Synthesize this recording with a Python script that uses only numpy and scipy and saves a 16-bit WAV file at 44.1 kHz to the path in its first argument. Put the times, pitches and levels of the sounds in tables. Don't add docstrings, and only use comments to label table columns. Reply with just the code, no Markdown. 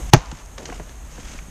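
import sys
import numpy as np
from scipy import signal
from scipy.fft import rfft, irfft
from scipy.io import wavfile
from scipy.ndimage import uniform_filter1d

SR = 44100
rng = np.random.default_rng(int(sys.argv[2]) if len(sys.argv) > 2 else 0)


def invert_db(x):
    u = np.asarray(x, float) / 20
    return 10 ** u


def to_wav(s):
    ch = np.atleast_2d(s).T
    pcm = np.round(np.clip(ch, -1, 1) * 32767)
    wavfile.write(sys.argv[1], SR, pcm.astype(np.int16))


N = 66150
T = np.arange(N) / SR

CHOP_S = 0.1343
PORT_HZ = 6450

# frequency in Hz, level in dB per Hz.
HISS_COLOUR = [(100, 0), (500, -11.5), (900, -12), (3000, -20.5), (5000, -26.5), (6800, -17.5), (9600, -25),
               (11000, -28.5)]
# time in seconds, level in dB.
RUMBLE_SWELL = [(0, -1.5), (.1, 3.5), (.25, 4), (.42, -1.5), (.6, 0), (.66, -1), (.8, 3), (.93, 2),
                (.99, -1.5), (1.05, 1.5), (1.2, -3.5), (1.35, 5), (1.5, -4)]
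# frequency in Hz, time to fall 60 dB in seconds.
ECHO_FADE = [(100, 0.096), (400, 0.21), (1000, 1), (2500, 0.55), (6000, 0.34), (12000, 0.16)]
# frequency in Hz, level in dB per Hz.
ECHO_COLOUR = [(150, -5), (300, 12.5), (600, -2), (950, 0), (1500, -8), (4000, -10.5), (6400, -11.5),
               (12000, -44)]
# time in seconds, level in dB.
RUSTLE_LEVEL = [(0, -72), (.1, -47.5), (.4, -46), (.56, -96), (.6, -48), (.76, -43.5), (.82, -52),
                (.9, -50.5), (1.04, -75), (1.12, -46), (1.17, -47), (1.3, -42.5), (1.385, -45),
                (1.41, -52.5), (1.5, -65)]
# frequency in Hz, level in dB per Hz.
CLOTH_COLOUR = [(250, 6), (500, -2.5), (1400, -1), (2800, -1), (4000, -7.5), (6400, -6), (9000, -11),
                (13000, -70)]
# time in seconds, level in dB.
SCRAPE_LEVEL = [
    (.56, -54),
    (.6, -37.5),
    (.64, -41),
    (.7, -38),
    (.75, -45),
    (.81, -48.5),
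    (.9, -50),
    (.95, -59),
]
CHIP_TIMES = [.193, .2575, .3146, .387, .460, .5795, .583, .654, .6562, .660, .6995, .7262, .797, .800,
              .8938, 1.177, 1.2135, 1.353, 1.3885]
# peak in dB, low edge in Hz, high edge in Hz, length in seconds.
CHIP_SOUNDS = [(-33, 380, 4500, 0.012), (-34, 4400, 6200, .006), (-22, 1200, 8000, 0.0088),
               (-31.5, 1400, 7200, 0.02), (-35, 5000, 7700, 0.002), (-25.5, 550, 7300, 0.035),
               (-20.5, 1000, 7600, 0.0021), (-27, 1400, 7500, 0.032), (-20, 860, 6900, 0.0061),
               (-35, 5700, 7000, 0.01), (-24, 1230, 2800, 0.012), (-30.5, 2000, 2950, 0.0048),
               (-24.5, 355, 1870, 0.02), (-35.5, 1000, 3300, 0.013), (-29.5, 1500, 8300, .004),
               (-36.5, 1000, 1600, 0.011), (-39, 3400, 6500, 0.003), (-35, 560, 1900, 0.017),
               (-25.5, 1070, 2800, 0.0092)]
# start in seconds, peak in dB, pitch in Hz,
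# time to fall 60 dB in seconds.
KNOCK_EVENTS = [(0.317, -24.5, 870, 0.038), (0.326, -25, 150, 0.11), (0.581, -25.5, 513, 0.031),
                (0.614, -40, 301, 0.12), (.640, -39, 255, 0.068), (0.6909, -16, 512, 0.018),
                (0.697, -30, 716, .03), (.704, -22, 288, 0.035), (0.7229, -24.5, 713, 0.062),
                (.731, -47, 520, .03), (0.8, -26.5, 620, 0.041), (0.804, -33, 337, 0.035),
                (1.182, -31, 466, 0.066), (1.347, -26.5, 231, 0.036), (0.284, -28.5, 277, 0.026),
                (1.483, -33, 179, 0.043), (.002, -37.5, 321, 0.067), (0.393, -31.5, 120, 0.036),
                (.797, -26.5, 150, 0.077), (1.189, -27.5, 114, 0.089), (1.351, -43, 131, 0.049)]
# pitch as a multiple of the knock's own, and level in dB.
KNOCK_PARTIALS = [1.043, 0.66, 1.59, 2.24]
KNOCK_PARTIAL_DB = [2.5, -5, -3, -7]
# frequency in Hz, level in dB per Hz.
TEAR_COLOUR = [(290, -8.5), (500, -2), (1020, 0.5), (4400, -9), (6330, -6), (8580, -62), (13400, -52),
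               (16000, -41)]
# pitch in Hz, level in dB,
# time to fall 60 dB in seconds, rise time in seconds.
LOG_MODES = [(108.5, -0.5, 0.094, 0.0071), (131.6, 16, 0.06, 0.0037), (156.6, -3.5, 0.13, 0.0052),
             (263.3, 8, 0.06, 0.015), (358, 14, 0.029, 0.0018), (429, 6.5, 0.022, 0.0012),
             (623.5, 5, 0.054, 0.0053), (691.5, -3, 0.058, 0.0016), (840.7, 16, 0.027, 0.00098),
             (928, 9, 0.026, 0.00075), (956, -35, 0.05, 0.00058), (1317, 0, 0.044, 0.00033),
             (1540, -12, 0.062, .001), (1854, 5, 0.034, 0.0014), (2183, 0, 0.037, 0.003)]
# time in seconds, gain in dB.
LEVELLING = [
    (0, 7.5),
    (.102, 2.5),
    (.105, -12),
    (.13, 0),
    (.2, -5),
    (.5, -1.5),
    (1, -1),
    (1.5, -0.5),
]


def evened(x):
    return x / np.sqrt(np.mean(x ** 2) + 1e-20)


def curve(points):
    return invert_db(np.interp(T, *np.transpose(points)))


def read(points, hz):
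    f, value = np.transpose(points)
    return np.interp(np.log(hz + 1), np.log(f + 1), value)


def colour(x, points):
    hz = np.fft.rfftfreq(len(x), 1 / SR)
    return evened(irfft(rfft(x) * invert_db(read(points, hz)), len(x)))


def resonate(x, hz, width):
    r = np.exp(-np.pi * width / SR)
    a = [1, -2 * r * np.cos(2 * np.pi * hz / SR), r * r]
    once = signal.lfilter([1], a, x)
    return evened(signal.lfilter([1, 0, -1], a, once))


def grit(per_s, spread_db):
    size = invert_db(spread_db * np.minimum(rng.exponential(1, N), 4))
    happens = rng.random(N) < per_s / SR
    return evened(size * rng.standard_normal(N) * happens)


def since(s):
    return np.maximum(T - s, 0)


def hiss():
    noise, air = rng.standard_normal((2, N))
    noise = signal.oaconvolve(colour(noise, HISS_COLOUR), signal.firwin(255, 14000, fs=SR), "same")
    return invert_db(-44) * noise + invert_db(-55.5) * resonate(air, PORT_HZ, width=330)


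def rumble():
    low, upper = rng.standard_normal((2, N))
    deep = invert_db(-37) * resonate(low, hz=46, width=27)
    hum = invert_db(-53.5) * resonate(upper, hz=150, width=95)
    return curve(RUMBLE_SWELL) * (deep + hum)


def trees():
    hz, t, z = signal.stft(colour(rng.standard_normal(N), ECHO_COLOUR), SR, nperseg=256)
    fade = invert_db(-60 * np.maximum(t - CHOP_S, 0) / read(ECHO_FADE, hz)[:, None])
    tail = signal.istft(z * fade, SR, nperseg=256)[1][:N]
    ragged = invert_db(2.5 * evened(uniform_filter1d(rng.standard_normal(N), 150)))
    rise = np.minimum(since(CHOP_S) / 0.0035, 1)
    return invert_db(-23) * tail * ragged * rise


def jacket():
    flicker = invert_db(2.0 * evened(uniform_filter1d(rng.standard_normal(N), 400)))
    slips = grit(per_s=20000, spread_db=1.5)
    return colour(slips, CLOTH_COLOUR) * curve(RUSTLE_LEVEL) * flicker


def handle():
    moving = (T > SCRAPE_LEVEL[0][0]) * (T < SCRAPE_LEVEL[-1][0])
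    scrape = resonate(grit(per_s=2500, spread_db=3.0), hz=296, width=870)
    return scrape * curve(SCRAPE_LEVEL) * moving


def chips():
    tilt_hz, snap_size = 2470, 3.06
    out, noise = np.zeros(N), rng.standard_normal(N)
    for s, (db, low_hz, high_hz, length) in zip(CHIP_TIMES, CHIP_SOUNDS):
        t = since(s)
        crumble = invert_db(-26 * t / length) * np.minimum(t / 0.00074, 1) * noise
        snap = snap_size * np.exp(-((T - s - 0.0006) * SR) ** 2 / 2)
        band_filter = signal.butter(4, [low_hz, high_hz], "bandpass", fs=SR, output="sos")
        band = signal.sosfilt(band_filter, crumble + snap)
        band = signal.lfilter([1], [1, -np.exp(-2 * np.pi * tilt_hz / SR)], band)
        out += invert_db(db) * band / abs(band).max()
    return out


def knocks():
    out, draw = np.zeros(N), rng.random((len(KNOCK_EVENTS), 8))
    for (s, db, hz, t60), d in zip(KNOCK_EVENTS, draw):
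        t = since(s)
        rise = np.minimum(t / 0.0015, 1)
        for k, (ratio, part_db) in enumerate(zip(KNOCK_PARTIALS, KNOCK_PARTIAL_DB)):
            f = hz * ratio * (0.913 + 0.12 * d[k])
            fade = invert_db(db + part_db - 4.5 - 60 * t * np.sqrt(ratio) / t60)
            out += fade * rise * np.sin(2 * np.pi * (f * t + d[k + 4]))
    return out


def ground():
    hz, level_db, t60_s = 43.7, -6.5, 0.11
    t = since(0.164)
    rise = 1 - np.exp(-t / 0.0031)
    return -invert_db(level_db - 60 * t / t60_s) * rise * np.sin(2 * np.pi * hz * t)


def chop():
    t = since(CHOP_S)
    ring = np.zeros(N)
    for hz, db, t60, rise in LOG_MODES:
        swell = (1 - np.exp(-t / rise)) ** 2
        ring += invert_db(db - 60 * t / t60) * swell * np.sin(2 * np.pi * hz * t)
    fibres = colour(grit(per_s=6600, spread_db=1.2), TEAR_COLOUR)
    touch = invert_db(-29) * np.clip(since(0.1288) / 0.0035, 0, 1) * (T < CHOP_S)
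    tear = invert_db(7.5 - 60 * t / 0.03) * np.minimum(t / 0.002, 1)
    return ring + fibres * (touch + tear)


def scene():
    near = trees() + jacket() + handle() + chips() + knocks() + ground() + chop()
    near = near + 0.97 * signal.lfilter(*signal.iirpeak(PORT_HZ, 6.0, fs=SR), near)
    dulled = signal.sosfilt(signal.butter(4, 9700, fs=SR, output="sos"), near)
    return (dulled + hiss() + rumble())[None]


def top_cut(x):
    return signal.sosfilt(signal.butter(12, 16250, fs=SR, output="sos"), x)


def record(dry):
    hot = np.clip(dry * curve(LEVELLING), -1, 1)
    soft = signal.oaconvolve(hot, signal.firwin(63, 15800, fs=SR)[None], "same")
    return top_cut(np.clip(soft, -1, 1))


dry = scene()
out = record(dry)
to_wav(out)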